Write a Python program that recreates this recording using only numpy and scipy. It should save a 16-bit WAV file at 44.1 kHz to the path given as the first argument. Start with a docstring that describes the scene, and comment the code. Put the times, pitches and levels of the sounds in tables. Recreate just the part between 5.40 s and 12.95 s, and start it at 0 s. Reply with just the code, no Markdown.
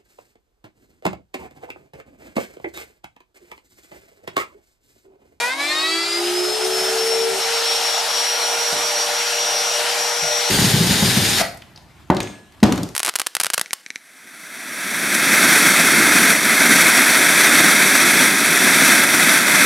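"""A guide bearing rattles along a plywood template under a roar of air as a small router spins up;
then the router is lifted and whines free: knocks are summed partials, air is shaped noise, the shaft is tones.
The scene cuts to a cordless drill boring at a bench, noise plus gear tones, thumping as the bit bites.
The drill stops with a rasp, a strip of wood and a clamp are set down, and small parts click:
sagging thuds with bench rumble, short noise bursts and ringing steel."""
import sys
import numpy as np
from scipy import signal
from scipy.io import wavfile
from scipy.ndimage import uniform_filter1d

SR = 44100
rng = np.random.default_rng(int(sys.argv[2]) if len(sys.argv) > 2 else 0)


def unload_audio(sound):
    """Save the sound as a 16-bit wav file, at the path given as the first command line argument."""
    columns = np.transpose(np.atleast_2d(sound))
    # keep every value between -1 and 1, then stretch to whole-number steps
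    steps = np.round(np.clip(columns, -1, 1) * 32767)
    wavfile.write(sys.argv[1], SR, steps.astype(np.int16))


N = 332955

START_S, CUT_S = .13, 5.1  # shaft tones enter; cut from router to drill
TOP_HZ = 478.92  # shaft speed at the top
# speed still missing, as dying terms: (shortfall at the start [Hz], time constant [s])
RUN_UP = [(137.33, .499), (66.14, 1.51)]

# air and brush roar: (time [s], level [dB])
ROAR_LEVEL = [(0, -23), (.08, -27.5), (.16, -34.5), (.21, -28), (.7, -28), (.86, -23), (1.08, -24),
              (1.4, -21), (1.85, -23), (2.07, -21.5), (3.5, -22), (4.3, -22), (4.56, -21), (4.8, -23.5),
              (5.1, -21.5)]
# relative roar spectrum with the base on the wood, then off it: (frequency [Hz], density [dB per Hz])
ROAR_DOWN = [(24, -76), (40, -56), (170, -18), (313, -11), (364, -14), (432, -24), (502, -17.5), (710, 1),
             (1080, -27), (1320, -15), (1870, -19), (2450, -22.5), (7680, -21), (8910, -12.5), (13600, -23),
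             (15000, -51)]
ROAR_UP = [(24, -70), (40, -36), (291, -34), (478, -5), (527, -22), (597, -5), (676, -10.5), (804, -3),
           (1650, -7), (3140, -2.5), (5290, -4.5), (5700, -9.5), (6140, -8), (13300, -27), (15000, -27)]
# base off the wood: (time [s], blend from down to up [0-1])
LIFT = [(0, 0.55), (.8, 0.58), (1.3, 0.52), (1.95, 0.55), (2.1, 0.69), (3, 0.67), (5.1, 0.68)]
# plywood buzz under the base: (centre [Hz], width [Hz], boost [dB])
BASE_BUZZ = (204, 65, 7)
LIFTED_S = 2.05  # the buzz is gone from here

# guide bearing on the template: (time [s], hum level [dB])
BEARING_HUM = [(0, -55), (.2, -40), (.45, -41), (.56, -30.5), (.66, -41), (.8, -27), (1.03, -20.5),
               (1.12, -25.5), (1.18, -35), (1.25, -21.5), (1.55, -29.5), (1.66, -35), (1.85, -33),
               (1.92, -28.5), (1.99, -30), (2.03, -58)]
# its rattle: (time [s], level against its mean over the first half second [dB],
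# share of odd partials [0-1], treble slope [dB per octave])
RATTLE = [(0, -22.5, 0.34, -7), (.07, -22.5, 0, -12), (.13, -26.5, 0.35, -3), (.165, -33, 0.4, -8),
          (.2, -23, 0.38, -5), (.5, -22.5, 0.58, -3.5), (.7, -25.5, 0.44, -1), (.77, -27, 0.2, 1.5),
          (.84, -56, 0.8, 5)]
# how the plywood sounds each partial: (frequency [Hz], gain [dB])
TEMPLATE = [(480, 0), (640, -8), (950, 5.5), (1250, 0), (1600, 3), (2000, 5.5), (2400, 6), (2900, -6),
            (3800, 6), (4400, 3.5), (5200, 0.5), (6200, -9), (7600, -1), (9800, -12.5)]
# bearing slip: (time [s], bearing turns per shaft turn)
SLIP = [(0, .86), (.03, .838), (.07, .833), (.11, .841), (.15, .856), (.3, .86), (.5, .856), (.8, .8445),
        (1.1, .842), (2.03, .8425)]

# shaft hum: (time [s], level [dB])
SHAFT_HUM = [(.13, -49), (.45, -32.5), (.95, -38), (1.25, -26), (1.45, -31.5), (1.55, -26), (1.88, -24),
             (1.97, -36), (2.1, -30.5), (2.7, -40), (3.2, -34), (3.6, -37.5), (5.1, -35)]
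# weaker shaft orders: (multiple of shaft speed, offset from the mains ripple [Hz])
ORDERS = [(1, 120), (2, 0), (3, 0), (12, -120), (13, 0), (23, 0), (24, 0)]
# their levels before wavering: (level at nine tenths speed [dB], level at full speed [dB])
ORDER_LEVELS = [(-65, -36.5), (-53, -44), (-43.5, -43), (-46, -41.5), (-90, -56), (-70, -69), (-51, -52.5)]
WHINE_DB, WHINE_GROW_DB = -25, 32  # level at full speed, loss per unit of missing speed
WHINE_FADE, FADE_RATE = 0.2, 60  # depth and pace [1/s] of fading
# the whine dips briefly: (time [s], half width [s])
WHINE_DIPS = [(.13, .04), (.46, 0.042), (.83, 0.0096), (.92, 0.013), (1.19, 0.01), (1.29, 0.016),
              (1.55, 0.032), (1.97, 0.046), (2.1, 0.035), (2.23, .015), (2.34, 0.0071), (2.41, 0.017),
              (2.64, 0.028), (3.17, 0.011), (3.69, 0.047), (4.47, 0.074)]
DIP_DB = -14

# things bumping the bench: (time [s], level [dB], nominal thud pitch [Hz], rise [ms], fall [ms],
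# rumble after it [dB], rumble t60 up to 300 Hz [s], hardness [dB per octave])
BLOWS = [(3.322, -43, 207, 4.1, 13, 9.5, 0.56, 9.5), (4.813, -34, 188, 17, 25, -13.5, 0.81, -68),
         (6.7, 0, 273, 2, 1.6, -16.5, 0.58, 5), (6.762, -24, 302, 4, 12, -5, .5, -2),
         (7.2272, 2, 245, 1.5, 10.4, -16.5, 0.48, -0.5), (7.274, -14.5, 373, 6, 32, -14, 0.38, -10),
         (7.315, -16, 300, 4, 22, -5.5, 0.34, -8), (7.375, -18.5, 306, 3.5, 15, -6, 0.4, -4),
         (7.431, -17, 330, 3, 10, -15, 0.28, -5)]
# the bit bites: (time [s], level [dB], nominal thud pitch [Hz])
BITES = [(5.128, -14, 180), (5.186, -13, 191.7), (5.241, -12, 210), (5.336, -9, 171), (5.404, -10, 202),
         (5.5, -11, 215), (5.618, -8, 225), (5.765, -11, 224), (5.881, -22, 195)]
# every bite: (rise [ms], fall [ms], rumble after it [dB], rumble t60 up to 300 Hz [s],
# hardness [dB per octave])
BITE = (8, 8.5, -10.5, 0.72, -13)
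# bench-top modes: (frequency [Hz], nominal t60 that sets the bandwidth [s], relative level [dB])
BENCH = [(80, .2, -34), (110, 0.34, -5.5), (129, 0.16, 2), (173.5, 0.18, 4), (195, 0.26, 2.5),
         (247, 0.077, -8), (294, 0.059, -0.5), (365, 0.18, 2.5), (560, 0.033, -1), (720, 0.092, -7),
         (820, 0.097, -17), (940, 0.055, -43), (1180, 0.037, -13), (1460, .05, -13), (1870, .05, -18)]

# relative drill whirr spectrum: (frequency [Hz], density [dB per Hz])
WHIRR = [(300, -4), (600, -15), (820, -2), (1050, -11.5), (1720, -2), (2600, -4.5), (3600, -1.5),
         (5400, -4.5), (6050, -8), (6700, -3), (7500, -10.5), (9000, -5.5), (9700, -9.5), (13900, -13),
         (15000, -27)]
WHIRR_DB, WHIRR_GROW_DB = -18.5, 0.5  # at the start, change while boring
RUMBLE_DB, RUMBLE_FADE_DB = -23, -10  # at the start, change while boring
STOP_S, DROP_DB, COAST_T60 = 6.018, -9.5, 0.34  # trigger release, step down, dying away [s]
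SLOW_SPEED, SPEED_UP_S, SPEED_UP_TIME_S = .95, 5.2, .045  # share of full speed, onset, time constant
# gear mesh tones: (frequency at full speed [Hz])
GEARS_HZ = [3560, 3745, 4905, 5480, 9140]
# each one against the whirr, before wavering: (level while slow [dB], level at full speed [dB])
GEAR_LEVELS = [(-35, -20), (-31, -17), (-11, -16.5), (-33, -20), (-34, -23)]
# brake rasp: (centre [Hz], width [Hz], level before its envelope [dB])
BRAKE = [(675, 76, -17.5), (1370, 360, -23), (1910, 87, -26), (4300, 230, -27), (8700, 800, -58)]
BRAKE_S = 5.995

# relative garage air spectrum: (frequency [Hz], density [dB per Hz])
AIR = [(18, -46), (30, -30), (76, 1), (119, -2.5), (267, -13), (312, -6.5), (497, -25), (612, -14),
       (2030, -20.5), (8690, -33), (15000, -37)]
AIR_DB = -48

# clicks of small parts: (time [s], level before the envelope [dB], centre [Hz], width of each filter pass [Hz])
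CLICKS = [(6.146, -39, 9100, 9000), (6.173, -35, 7900, 9100), (6.22, -28.5, 2370, 2450),
          (6.36, -33, 4680, 1500), (6.375, -34, 3380, 4000), (6.701, -13.5, 1800, 4000),
          (6.747, -27, 4000, 6000), (6.767, -16.5, 3180, 3640), (6.803, -11, 2400, 5000),
          (6.829, -22, 6800, 3000), (6.872, -26, 2280, 2000), (6.955, -37, 2100, 1000),
          (7.122, -44, 4000, 6000), (7.202, -38, 2980, 4930), (7.23, -4, 1920, 4550),
          (7.236, -8, 3500, 5560), (7.263, -24, 3000, 5500), (7.323, -12, 3500, 8000),
          (7.357, -26, 7000, 8000), (7.377, -18, 3000, 6000), (7.432, -19, 5300, 7000),
          (7.489, -30.5, 5000, 9000)]
CLICK_TAIL_DB = -24
# steel clamp bar modes: (frequency [Hz], t60 [s], relative level [dB])
CLAMP = [(1690, 0.54, -4), (2140, 0.13, 2), (3520, 0.33, -10.5), (6050, 0.21, -13), (6180, .3, -4),
         (6560, .25, -3), (6720, 0.18, -9), (8520, 0.57, -12)]
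# hits that ring the clamp: (time [s], level [dB])
CLAMP_HITS = [(6.803, -36.5), (6.872, -40), (6.93, -48)]

# stereo image of the noise: (frequency [Hz], left-right likeness)
LIKENESS = [(60, 1), (180, 0.79), (540, 0.84), (1620, 0.7), (4860, 0.75), (14600, 0.49)]
# its balance: (frequency [Hz], left over right [dB])
LEAN = [(60, -1), (180, -1.5), (540, -1.5), (1620, 3), (4860, 1.5), (14600, 0.5)]
EDGE_HZ = 14450  # top of the band


def gain_of(db):
    """Decibels to an amplitude factor."""
    return 10 ** (np.asarray(db) / 20)


def evened(x):
    """Scale to rms 1."""
    return x / np.sqrt(np.mean(x ** 2) + 1e-20)


def read(points, hz):
    """Read a curve along a logarithmic frequency axis."""
    f, value = np.transpose(points)
    return np.interp(np.log(hz + 1), np.log(f + 1), value)


def running(start, stop):
    """A softened switch that is on between two times."""
    t = np.arange(N) / SR
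    return uniform_filter1d(((t >= start) & (t <= stop)) * 1., size=300)


def follow(rows):
    """Columns at every sample, and a switch that is on only while the table lasts."""
    s, *columns = np.transpose(rows)
    return running(s[0], s[-1]), [np.interp(np.arange(N) / SR, s, c) for c in columns]


def add(mix, s, sound):
    """Lay a sound into the mix at s seconds."""
    part = mix[round(s * SR):][:len(sound)]
    part += sound[:len(part)]


def resonate(x, hz, width_hz):
    """A resonant band of gain 1 around hz."""
    r = np.exp(-np.pi * width_hz / SR)
    return 2 * signal.lfilter([1 - r], [1, -r * np.exp(2j * np.pi * hz / SR)], x).real


def drift(rate):
    """Slow random wandering of rms 1; rate is its pace [1/s]."""
    feedback = [1, -2 * np.exp(-rate / SR), np.exp(-2 * rate / SR)]
    return evened(signal.lfilter([1], feedback, rng.standard_normal(N)))


def tone(hz, wobble_hz):
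    """A sine of rms 1 whose pitch wanders by wobble_hz rms."""
    return np.sqrt(2) * np.sin(2 * np.pi * np.cumsum(hz + wobble_hz * drift(296)) / SR)


def hiss(shape_db, patchy_db, flicker_db):
    """Two-channel noise; shape_db is bins by frames, with drifting patches and a shared flicker."""
    frames, hz = N // 256 + 5, np.fft.rfftfreq(1024, 1 / SR)
    a, b, c, d, patches = rng.standard_normal((frames, 513, 5)).T
    patches = uniform_filter1d(patches, size=10, axis=0)
    patches = evened(uniform_filter1d(patches, size=12, axis=1))
    flicker = evened(uniform_filter1d(rng.standard_normal(frames), size=4))
    same = np.clip(read(LIKENESS, hz), -1, 1)[:, None]
    lean = gain_of(read(LEAN, hz) / 2)[:, None]
    left = a + 1j * b
    right = same * left + np.sqrt(1 - same ** 2) * (c + 1j * d)
    bins = np.array([left * lean, right / lean])
    shape = shape_db(hz[:, None], np.arange(frames) * 256 / SR)
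    bins *= gain_of(shape + patchy_db * patches + flicker_db * flicker)
    return evened(signal.istft(bins, nperseg=1024, noverlap=768)[1][:, :N])


def struck(modes, force, seconds):
    """Decaying modes set ringing by a force pulse."""
    t = np.arange(round(seconds * SR)) / SR
    ring = sum(gain_of(db - 60 * t / t60) * np.sin(2 * np.pi * hz * t) for hz, t60, db in modes)
    return signal.fftconvolve(ring, force / np.abs(force).sum())


def shaft_hz():
    """The router motor runs up quickly, then creeps towards its top speed."""
    return TOP_HZ - sum(short * np.exp(-np.arange(N) / SR / tau) for short, tau in RUN_UP)


def roar():
    """Cooling air and brush noise; its colour opens and the wood stops buzzing when the base lifts."""
    on, (level_db,) = follow(ROAR_LEVEL)
    buzz_hz, width_hz, buzz_db = BASE_BUZZ

    def shape_db(hz, t):
        down = read(ROAR_DOWN, hz)
        lifted = np.clip(np.interp(t, *np.transpose(LIFT)), 0, 1)
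        on_wood = np.clip((LIFTED_S - t) / .1, 0, 1)
        buzz = buzz_db * np.exp(-((hz - buzz_hz) / width_hz) ** 2) * on_wood
        return down + lifted * (read(ROAR_UP, hz) - down) + buzz
    return on * gain_of(level_db) * hiss(shape_db, 1.4, 0.4)


def bearing():
    """Hums once a turn; while pressed hard it knocks twice a turn, unevenly, into the template."""
    on, (hum_db,) = follow(BEARING_HUM)
    pressed, (rattle_db, odd_share, sharp_db) = follow(RATTLE)
    hz = follow(SLIP)[1][0] * shaft_hz()
    turns = np.cumsum(hz + 0.32 * drift(210)) / SR
    flutter = drift(66)
    knocks = np.zeros(N)
    for k in range(2, 34):
        # two equal knocks a turn give even partials; odd ones make them uneven
        share = odd_share * min(k / 7, 1) ** 1.9 if k % 2 else 1
        slope_db = sharp_db * max(np.log2(k / 8), 0)
        waver_db = 2.9 * np.roll(flutter, 9000 * k)  # staggered for each partial
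        partial = np.cos(2 * np.pi * k * turns + 0.249 * k ** 1.5)
        knocks += share * gain_of(slope_db + read(TEMPLATE, k * hz) + waver_db) * partial
    rattle = knocks * (1 + 0.3 * uniform_filter1d(rng.standard_normal(N), size=40))  # roughness
    rattle /= np.sqrt(np.mean(rattle[:SR // 2] ** 2))
    hum = np.sqrt(2) * np.sin(2 * np.pi * turns)
    return on * gain_of(hum_db) * hum + pressed * gain_of(rattle_db) * rattle


def motor():
    """Shaft unbalance hums, twelve fan blades whine in and out, and weak orders fill in."""
    hz, (hum_db,) = shaft_hz(), follow(SHAFT_HUM)[1]
    speed = hz / TOP_HZ
    weak = np.zeros(N)
    for (k, shift), levels_db in zip(ORDERS, ORDER_LEVELS):
        level_db = np.interp(speed, [.9, 1], levels_db) + 3.13 * drift(27)
        weak += gain_of(level_db) * tone(k * hz + shift, 4.0 * k ** .5)
    t = np.arange(N) / SR
    dips_db = DIP_DB * sum(np.exp(-((t - s) / half) ** 2) for s, half in WHINE_DIPS)
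    fading = np.abs(1 + WHINE_FADE * (drift(FADE_RATE) + 1j * drift(FADE_RATE)))
    whine_db = WHINE_DB + WHINE_GROW_DB * (speed - 1) + dips_db
    whine = gain_of(whine_db) * fading * tone(12 * hz, 3.9)
    return running(START_S, CUT_S) * (gain_of(hum_db) * tone(hz, 0.9) + whine + weak)


def blows():
    """A short thud, then the bench top and what lies on it keep rumbling."""
    out = np.zeros(N)
    t = np.arange(SR // 2) / SR
    dull = signal.butter(2, 1900, fs=SR, output="sos")  # wood damps the treble
    for s, db, hz, rise_ms, fall_ms, after_db, t60, tilt_db in BLOWS + [row + BITE for row in BITES]:
        swell = (1 - np.exp(-(1000 * t / rise_ms) ** 2)) * np.exp(-1000 * t / fall_ms)
        # pitch sags from 0.91 to 0.83 of nominal
        bend = 2 * np.pi * hz * (0.83 * t + 0.18 * 0.011 * (1 - np.exp(-t / 0.025)))
        overtone = gain_of(2.9 * tilt_db - 16.0) * np.sin(3.73 * bend)
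        thud = -(np.sin(bend) + overtone) * swell / swell.max()
        shake = signal.sosfilt(dull, rng.standard_normal(len(t)))
        rumble = np.zeros(len(t))
        for f, ring_s, mode_db in BENCH:
            fade_db = -60 * t / t60 * max(f / 300, 1) ** 0.9  # high modes die sooner
            mode = evened(resonate(shake, f, 1.9 / ring_s + 15))
            rumble += gain_of(mode_db + tilt_db * np.log2(f / 200) + fade_db) * mode
        rumble = signal.sosfilt(dull, rumble)
        rumble /= np.sqrt(np.mean(rumble[:2000] ** 2))
        rumble *= gain_of(after_db) * (1 - np.exp(-t / 0.002))
        add(out, s, gain_of(db) * (thud + rumble))
    return out


def drill():
    """Gear whirr and mesh tones, a rumble through the bench, and the brake's rasp."""
    t = np.arange(N) / SR
    progress = np.clip((t - CUT_S) / (STOP_S - CUT_S), 0, 1)
    coasting = np.maximum(t - STOP_S, 0)
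    release_db = DROP_DB * np.minimum(coasting / 0.0069, 1) - 60 * coasting / COAST_T60
    on = running(CUT_S, N / SR) * gain_of(release_db)
    level = on * gain_of(WHIRR_DB + WHIRR_GROW_DB * progress)
    speed = 1 - (1 - SLOW_SPEED) * np.exp(-np.maximum(t - SPEED_UP_S, 0) / SPEED_UP_TIME_S)

    whirr = hiss(lambda hz, t: read(WHIRR, hz) + 0 * t, 0.68, 1.0)
    whirr *= 1 + 0.074 * tone(188 * speed, 4.7)  # the armature throbs once a turn
    mesh = np.zeros(N)
    for f, levels_db in zip(GEARS_HZ, GEAR_LEVELS):
        mesh_db = np.interp(speed, [SLOW_SPEED, 1], levels_db) + 3.9 * drift(97)
        mesh += gain_of(mesh_db) * tone(f * speed, f * 0.00129)

    shake = rng.standard_normal(N)
    rumble = evened(sum(gain_of(db) * resonate(shake, f, 1.6 / t60 + 12) for f, t60, db in BENCH[:8]))
    rumble *= gain_of(RUMBLE_DB + RUMBLE_FADE_DB * progress)
    since = np.maximum(t - BRAKE_S, 0)
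    rasp = sum(gain_of(db) * evened(resonate(shake, f, width)) for f, width, db in BRAKE)
    brake = rasp * (1 - np.exp(-since / 0.0023)) * gain_of(-60 * since / 0.32)
    return level * whirr, level * mesh + on * rumble + brake


def garage_air():
    """Faint, patchy background noise of the garage, present from the cut onwards."""
    air = hiss(lambda hz, t: read(AIR, hz) + 0 * t, 1.9, 0.99)
    return running(CUT_S, N / SR) * gain_of(AIR_DB) * air


def clicks():
    """Each a few ms of noise in its band, with a short diffuse tail; clamp hits ring steel modes."""
    out = np.zeros(N)
    t = np.arange(SR // 5) / SR
    for s, db, hz, width_hz in CLICKS:
        once = resonate(rng.standard_normal(len(t)), hz, width_hz)
        colour = evened(resonate(once, hz, width_hz))
        snap = (1 - np.exp(-t / 0.00078)) * np.exp(-t / 0.0023)
        tail = gain_of(CLICK_TAIL_DB - 60 * t / 0.5)
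        add(out, s, gain_of(db) * colour * (snap + tail))
    for s, db in CLAMP_HITS:
        add(out, s, gain_of(db) * struck(CLAMP, np.ones(2), .6))
    return out


def garage(x, wet_db, t60):
    """Direct sound slightly left, plus sparse reflections that differ per ear."""
    t = np.arange(SR // 2) / SR
    signs = rng.choice([-1., 1.], (2, len(t)))
    sparse = rng.random((2, len(t))) < .05
    taps = signs * sparse * gain_of(-60 * t / t60) * (t > .004)
    taps = signal.lfilter([.45], [1, -.55], taps)  # duller reflections
    taps = signal.sosfilt(signal.butter(2, 420, "high", fs=SR, output="sos"), taps)
    wet = signal.fftconvolve(x[None], taps / np.linalg.norm(taps[0]), axes=1)[:, :N]
    return x * gain_of([[.5], [-.5]]) + gain_of(wet_db) * wet


def scene():
    """Router, then drill and bench; point sources get reflections, noise beds are already stereo."""
    whirr, boring = drill()
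    router = garage(motor() + bearing(), -9.5, 0.26)
    bench = garage(boring + blows() + clicks(), -14.5, 0.4)
    return router + roar() + whirr + garage_air() + bench


def record(dry):
    """A small microphone drops the deep bass and overloads softly on the loudest knocks; then the band limit."""
    thin = signal.sosfilt(signal.butter(3, 50, "high", fs=SR, output="sos"), dry)
    held = np.tanh(np.abs(thin) ** 3) ** (1 / 3) * np.sign(thin)
    band = signal.firwin(301, EDGE_HZ, window=("kaiser", 9), fs=SR)
    return signal.oaconvolve(held, band[None], "same")


dry = scene()
out = record(dry)
unload_audio(out)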